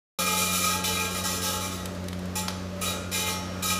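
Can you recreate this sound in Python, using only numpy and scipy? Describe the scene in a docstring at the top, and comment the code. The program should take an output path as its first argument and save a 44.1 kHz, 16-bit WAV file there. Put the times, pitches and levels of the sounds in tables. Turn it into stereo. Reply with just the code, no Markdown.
"""Tool scraping a steel roller

In a workshop a tool scrapes in bites against a large turning steel roller, which rings in many modes:
gritty noise, shaped by each bite, rasps directly and sets off fading sine tones.
A geared drive hums steadily over the noise rumble of the hall; small metal parts tick in the pauses.
Two microphones a hand apart hear it; the scraping force reaches the left one a little earlier."""
import sys
import numpy as np
from scipy import signal
from scipy.fft import rfft, irfft
from scipy.io import wavfile

SR = 44100
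rng = np.random.default_rng(int(sys.argv[2]) if len(sys.argv) > 2 else 0)


def to_wav(s):
    """Save 16-bit WAV."""
    ch = np.atleast_2d(s).T  # columns
    pcm = np.round(np.clip(ch, -1, 1) * 32767)  # PCM
    wavfile.write(sys.argv[1], SR, pcm.astype(np.int16))


N = 167139  # length in samples
LEFT_LEADS = 18  # samples by which the scraping force reaches the left side first

# bites of the tool: (start [s], length [s], force [dB],
# extra on modes under 2 kHz [dB], extra on modes of 2-3 kHz [dB])
BITES = [(0.125, 0.11, 1, 3, 2), (0.26, 0.11, -0.5, 1.5, 2), (0.368, 0.053, 2.4, 0, 1.5),
         (0.442, 0.079, -1.5, -4.5, 1), (0.517, 0.13, 1.5, -3, 1.5), (0.64, 0.056, -0.5, 0.5, 2.5),
         (0.7, 0.037, -0.5, 1.5, 1), (0.8384, 0.01, 0.5, 1, -0.5), (0.8686, 0.07, -2, -1.5, -2),
         (0.951, 0.029, -5.5, 4.5, 9.5), (0.994, 0.054, -3, -1, 5), (1.102, 0.026, -7, -0.5, -9),
         (1.144, 0.03, -1, -0.6, 2.5), (1.235, 0.12, -2, 1.5, -0.5), (1.416, 0.1, -1.5, -1, -8),
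         (1.529, 0.02, -2.5, 2, -10), (1.604, 0.047, -4.5, -0.5, 3), (1.712, 0.022, -7, -1.5, -7),
         (1.789, 0.007, -15.5, 2, -11), (2.354, 0.008, 2.5, -3.5, 3), (2.8127, 0.071, -0.5, 1.3, 4.5),
         (3.1147, 0.099, 0, -2.5, 4), (3.262, 0.043, -2, -2.5, 4.5), (3.6222, 0.017, 0.5, -3, -3),
         (3.655, 0.026, 1.5, -6, -8), (3.697, 0.021, 0.1, 0, 3.5)]
# how long the roller's modes ring: (frequency [Hz], time to fall by 60 dB [s])
RING_T60 = [(450, 0.73), (1300, 0.31), (2500, 0.3), (5000, 0.22), (15000, 0.18)]
# lean of the scrape to one side: (frequency [Hz], left minus right [dB])
SCRAPE_PAN = [(500, 3.5), (1200, 2), (3000, .5), (5000, .5), (8500, -5), (13000, -1)]


def amp(db):
    """Turns decibels into a factor."""
    return 10 ** (np.asarray(db) / 20)


def evened(x):
    """Scales a sound to an rms of 1."""
    return x / np.sqrt(np.mean(x ** 2) + 1e-20)


def read(points, hz):
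    """Reads a table between its points, along a logarithmic frequency scale."""
    f, value = np.transpose(points)
    return np.interp(np.log(hz + 1), np.log(f + 1), value)


def coloured(x, points, pan=((1, 0), (2, 0))):
    """Filters a sound by a spectrum into two channels and leans them left or right."""
    hz = np.fft.rfftfreq(x.shape[-1], 1 / SR)
    lean_db = read(pan, hz) * np.array([[.5], [-.5]])
    return irfft(rfft(x) * amp(read(points, hz) + lean_db), x.shape[-1])


def wander(rate_hz):
    """Random drift of rms 1: noise with everything much faster than the rate filtered out."""
    lowpass = signal.butter(2, rate_hz, fs=SR, output="sos")
    return evened(signal.sosfilt(lowpass, rng.standard_normal(N)))


def turns(per_s, count=3):
    """Windows that take turns; their squares sum to 1, so the power stays even."""
    t = np.arange(N) / SR
    return [np.sqrt(2 / count) * np.cos(np.pi * (per_s * t + k / count)) for k in range(count)]


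def force():
    """Gritty friction: each bite grips at once, sags, then lets go; as felt by all, low and middle modes."""
    attack_s, sag_db, release_db_per_s = 0.00073, -3, 350
    strike_db, strike_s = 7, 0.0051  # each bite lands with a short blow
    chatter_db, grit_db = 2.2, 1.6  # rms of the slower and the faster roughness
    shared = 0.65  # part of the force that both sides hear alike
    t, grip_power = np.arange(N) / SR, np.zeros((3, 1, N))
    for start, length, db, low_db, mid_db in BITES:
        u = t - start
        strike = strike_db * np.exp(-abs(u) / strike_s)
        sag = sag_db * np.clip(u / length, 0, 1)
        release = release_db_per_s * np.maximum(u - length, 0)
        attack = np.clip(u / attack_s, 0, 1)
        extra = amp([[[0]], [[low_db]], [[mid_db]]])
        grip_power += (attack * amp(db + strike + sag - release) * extra) ** 2
    roughness = amp(chatter_db * wander(113) + grit_db * wander(1550))
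    left, other = rng.standard_normal((2, N)) * roughness
    right = shared * left + np.sqrt(1 - shared ** 2) * other
    both = np.array([left, np.roll(right, LEFT_LEADS)])
    return evened(both) * np.sqrt(grip_power)


def ring(hz, db, lead, t60, pan_db=0, size=SR // 2):
    """Response of a set of modes at the two microphones: sines that build up, then die away."""
    t = np.arange(size)[:, None] / SR
    rise = 1 - np.exp(-t * hz / 2.5)  # builds up over a few cycles
    fade = amp(db - 60 * t / t60) / np.sqrt(t60) * rise
    pan_db = pan_db + read(SCRAPE_PAN, hz)
    sides = []
    for side in (1, -1):  # left, right
        tones = np.sin(2 * np.pi * hz * t + side * lead / 2)
        sides.append((fade * amp(side * pan_db / 2) * tones).sum(1))
    return np.array(sides)


def rasp(push):
    """Bare rasp of the contact: the force itself, coloured."""
    # spectrum of the rasp: (frequency [Hz], relative level [dB])
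    rasp_colour = [(400, -14), (1000, -24), (2000, -32), (3200, -13), (4500, -3), (7000, 0), (8200, -6),
                   (10000, -2), (15500, -8)]
    return amp(-39.5) * coloured(push, rasp_colour, SCRAPE_PAN)


def roller(push):
    """The strongest modes, set ringing by the force; as the roller turns, they wax and wane."""
    modes_db, turning_db = -27, 2  # common level, rms of the waxing and waning
    # strongest modes: (frequency [Hz], relative level [dB], phase by which the left leads [radians])
    modes = [(447, -3, 1.7), (529, -5, 1.7), (671, -7, -2.7), (857, -2, 1.8), (1095, -6, 2.7),
             (1224, 2, -2.8), (1260, 5, -2.0), (1296, 2, 2.3), (1349, 1, 2.8), (1621, -4, 2.8),
             (1925, -6, -2.2), (2099, -9, 2.5), (2368, -5, -1.5), (2402, -3, -1.3), (2416, -5, -1.4),
             (2470, -8, -1), (2572, -9, -.8), (3045, -10, 1.1), (3346, -8, 2.1), (3553, -8, -.6),
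             (3834, 1, 1.1), (3868, -6, 1.1), (3935, -7, .7)]
    # level of the lone modes of .8-2 kHz, beside the cluster near 1.3 kHz: (time [s], extra level [dB])
    lone_level = [(.2, -2), (.9, 2.5), (2.4, 5), (2.85, -0.5), (3.15, 6), (3.7, 6)]
    hz, db, lead = np.transpose(modes)
    t60 = read(RING_T60, hz)
    lead = lead - 2 * np.pi * hz * LEFT_LEADS / SR  # the force already brings this part of the lead
    scale = amp(modes_db) / np.linalg.norm(ring(hz, db, lead, t60)[0])

    # bands: 0 from 3 kHz up, 1 under 2 kHz, 2 between, 3 lone modes
    band = np.where(hz < 2000, 1, np.where(hz < 3000, 2, 0))
    outside_cluster = (hz < 1200) | (hz > 1400)
    band[(band == 1) & (hz > 800) & outside_cluster] = 3
    lone_gain = amp(np.interp(np.arange(N) / SR, *np.transpose(lone_level)))
    push = [*push, push[1] * lone_gain]

    out = np.zeros((2, N))
    for k in range(8):  # each band in two halves that waver separately
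        s = (band == k // 2) & (np.arange(len(hz)) % 2 == k % 2)
        wavering_push = push[k // 2] * amp(turning_db * wander(12))
        response = ring(hz[s], db[s], lead[s], t60[s])
        out += scale * signal.fftconvolve(wavering_push, response, axes=1)[:, :N]
    return out


def crowd(push):
    """Crowd of weaker modes at random pitches; three crowds take turns."""
    # spectrum of the crowd: (frequency [Hz], relative level [dB])
    crowd_colour = [(2200, -43), (2500, -9.5), (2900, -3), (3300, -4), (4000, -3), (5200, -5), (5700, 1.5),
                    (7400, -2.5), (8000, -6.5), (9300, -7.5), (9900, -2), (10600, -2), (11200, -6.5),
                    (13500, -7), (15500, -13)]
    count, crowd_db = 480, -27
    out = np.zeros((2, N))
    for window in turns(1.693):
        place, chance, side, phase = rng.random((count, 4)).T
        hz = 2200 + 13400 * (np.arange(count) + place) / count
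        db = read(crowd_colour, hz) - 4 * np.log(chance + 0.048)  # a few modes stand out
        lead, pan_db = 3 * phase - 1.5, 8 * side - 4
        weak = ring(hz, db, lead, read(RING_T60, hz), pan_db, size=SR // 5)
        ringing = signal.fftconvolve(push * window, weak, axes=1)[:, :N]
        out += amp(crowd_db) / np.linalg.norm(weak[0]) * ringing
    return out


def scrape():
    """One friction force rasps directly and rings the strong and weak modes of the roller."""
    push = force()
    return rasp(push[0]) + roller(push) + crowd(push[0])


def singing():
    """Thin single tones that swell as a bite ends or in a pause, die slowly and are damped by the next bite."""
    # the singing tones: (time [s], frequency [Hz], level [dB],
    # phase by which the left leads [radians], time to fall by 60 dB [s])
    tones = [(2.9, 1409, -43, -1.2, 6), (3.3, 5580, -36, 1, 1.0), (3.53, 1411, -46, -1.2, 4)]
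    rise_s = 0.025  # swelling and damping time
    t, out = np.arange(N) / SR, np.zeros((2, N))
    starts = np.array([row[0] for row in BITES] + [N / SR + 1])
    for s, hz, db, lead, t60 in tones:
        u = t - s
        left = starts[starts > s][0] + rise_s - t  # time left until fully damped
        swell = np.clip(np.minimum(u, left) / rise_s, 0, 1)
        level = swell * amp(db - 60 * np.maximum(u, 0) / t60 + 0.71 * wander(20))
        out += level * np.sin(2 * np.pi * hz * t + lead / 2 * np.array([[1], [-1]]))
    return out


def ticks():
    """Short bright noise bursts of small metal parts and one fuller knock, each dying away at once."""
    # ticks: (time [s], level before a common cut of 5 dB [dB], treble slope [dB per octave],
    # time to fall by 60 dB [s])
    tick_list = [(1.856, -21, 3, 0.029), (1.9477, -38, 5, 0.041), (2.0398, -33.5, 0.1, 0.032),
                 (2.0839, -24, 2, 0.028), (2.1293, -26.5, 0, 0.031), (2.1904, -34, 2, 0.039),
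                 (2.2552, -35.5, 4, 0.033), (2.5043, -28, 0.1, 0.034)]
    # spectrum of a tick before its slope: (frequency [Hz], relative level [dB])
    tick_colour = [(500, -8), (900, 3), (3000, 7.5), (6000, 0.5), (8200, -3), (11000, -3), (15500, -13)]
    # spectrum of the knock: (frequency [Hz], relative level [dB])
    knock_colour = [(400, -23), (800, 3), (1200, 3), (2500, -6), (5000, 2.5), (8000, -14), (10500, -9),
                    (15000, -24)]
    size = 4096  # samples in a burst
    out, t = np.zeros((2, N + size)), np.arange(size) / SR
    bursts = [(2.4815, -22, knock_colour, 0.062)]  # the knock: s, dB, spectrum, fall by 60 dB in s
    for s, db, slope_db, t60 in tick_list:
        sloped = [(f, d + slope_db * np.log2(f / 4000)) for f, d in tick_colour]
        bursts.append((s, db - 5, sloped, t60))
    for s, db, colour, t60 in bursts:
        noise = rng.standard_normal((2, size))
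        noise = evened(coloured(noise + noise[0], colour))  # the sides are partly alike
        at = round(s * SR)
        out[:, at:at + size] += noise * amp(db - 60 * t / t60) * np.minimum(t / 0.00096, 1)
    return out[:, :N]


def drive():
    """Gear-mesh hum: a few multiples of one steady tone, each wavering a little in level."""
    base_hz, waver_db = 91.07, 1.5
    # hum tones: (multiple of the base tone, level before a common lift of 3.5 dB [dB], left minus right [dB])
    hum_tones = [(1, -39, -1.1), (2, -37, -0.2), (3, -51, -2), (4, -54, 8)]
    # extra level of the two lowest tones: (time [s], first tone [dB], second tone [dB])
    hum_level = [(.19, -5.5, -0.5), (.5, -1.5, 1), (.9, -2.2, -1.5), (1.5, -2, -3), (2.2, -0.7, 0),
                 (3.1, -1.6, -2.5), (3.8, -1, -1.2)]
    t = np.arange(N) / SR
    phase = 2 * np.pi * (base_hz * t + 0.057 * wander(0.74))
    s, *levels = np.transpose(hum_level)
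    out = np.zeros((2, N))
    for i, (k, db, pan_db) in enumerate(hum_tones):
        slow_db = np.interp(t, s, levels[i]) if i < 2 else 0
        fast_db = waver_db * (0.5 + i * 0.33) * wander(14.3)  # higher tones waver more
        tone = -np.sin(k * phase) * amp(db + 3.5 + slow_db + fast_db)
        out += tone * amp([[pan_db / 2], [-pan_db / 2]])
    return out


def rumble():
    """Steady noise of the hall with broad casing resonances; its bass is more alike on both sides."""
    # spectrum of the rumble: (frequency [Hz], relative level [dB])
    rumble_colour = [(12, -58), (20, -21), (81, -9.5), (107, -7), (134, -16), (182, -23), (228, -7.5),
                     (367, -11.5), (410, -7.5), (590, -8), (923, -16.5), (1220, -13), (2140, -20.5),
                     (6360, -26.5), (8410, -35), (14300, -38), (16000, -48)]
    # casing resonances: (frequency [Hz], width [Hz], height over the rumble [dB])
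    casing = [(59, 14, 8), (207, 26, 7), (540, 22, -2), (583, 20.4, 9.5)]
    # likeness of left and right: (frequency [Hz], share from 0 to 1)
    likeness = [(30, 0.54), (100, 1), (300, 0.53), (800, 0.048), (3000, 0.025)]
    # lean to one side: (frequency [Hz], left minus right [dB])
    rumble_pan = [(30, 3), (300, 2.4), (1200, 1.6), (3000, -.5), (8000, -4), (13000, -1.5)]
    hz = np.fft.rfftfreq(N, 1 / SR)
    left, other = rfft(rng.standard_normal((2, N)))
    same = read(likeness, hz)
    right = same * left + np.sqrt(1 - same ** 2) * other
    power = 1
    for f, width, db in casing:
        power = power + amp(db) ** 2 / (1 + ((hz - f) / (width / 2)) ** 2) ** 2
    both = irfft(np.array([left, right]) * np.sqrt(power), N)
    return amp(-38 + 0.81 * wander(2.35)) * evened(coloured(both, rumble_colour, rumble_pan))


def hall(x):
    """Echo of sparse taps of random sign, each band dying at its own speed; three tails take turns."""
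    # how long the hall echoes: (frequency [Hz], time to fall by 60 dB [s])
    hall_t60 = [(500, 1.66), (1500, 1.14), (4000, 0.91), (8000, 0.75), (15000, 0.24)]
    out, at = 0, np.arange(300, SR - 20, 20)  # one tap in every 20 samples
    for window in turns(1.343):
        places = at + rng.integers(0, 20, (2, len(at)))
        signs = rng.choice([-1., 1.], (2, len(at)))
        taps = np.zeros((2, SR))
        np.put_along_axis(taps, places, signs, 1)
        hz, t, z = signal.stft(taps, SR, nperseg=256)
        fade = amp(-60 * t / read(hall_t60, hz)[:, None])
        tail = signal.istft(z * fade, SR, nperseg=256)[1]
        tail = tail / np.linalg.norm(tail[0])
        out = out + signal.fftconvolve(x * window, tail, axes=1)[:, :N]
    return amp(-7) * out


def scene():
    """The near sounds with their echo, over the hum and the rumble."""
    near = scrape() + ticks() + singing()
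    return near + hall(near) + drive() + rumble()


def record(dry):
    """Silence until the start, the deep bass swells in, then the band limit."""
    start_s, edge_hz = .187, 15450  # the sound sets in; top of the band
    bass_hz, bass_start_db, bass_fade_in_s = 75, -27, 0.62
    t = np.arange(N) / SR - start_s
    low = signal.sosfiltfilt(signal.butter(3, bass_hz, fs=SR, output="sos"), dry)
    bass_gain = amp(bass_start_db * np.clip(1 - t / bass_fade_in_s, 0, 1))
    dry = dry - low + low * bass_gain
    onset = np.clip(t / 0.002, 0, 1)
    dry = signal.sosfilt(signal.butter(2, 22, "high", fs=SR, output="sos"), dry * onset)
    band_limit = signal.firwin(301, edge_hz, window=("kaiser", 7), fs=SR)
    return signal.oaconvolve(dry, band_limit[None], "same")


dry = scene()
out = record(dry)
to_wav(out)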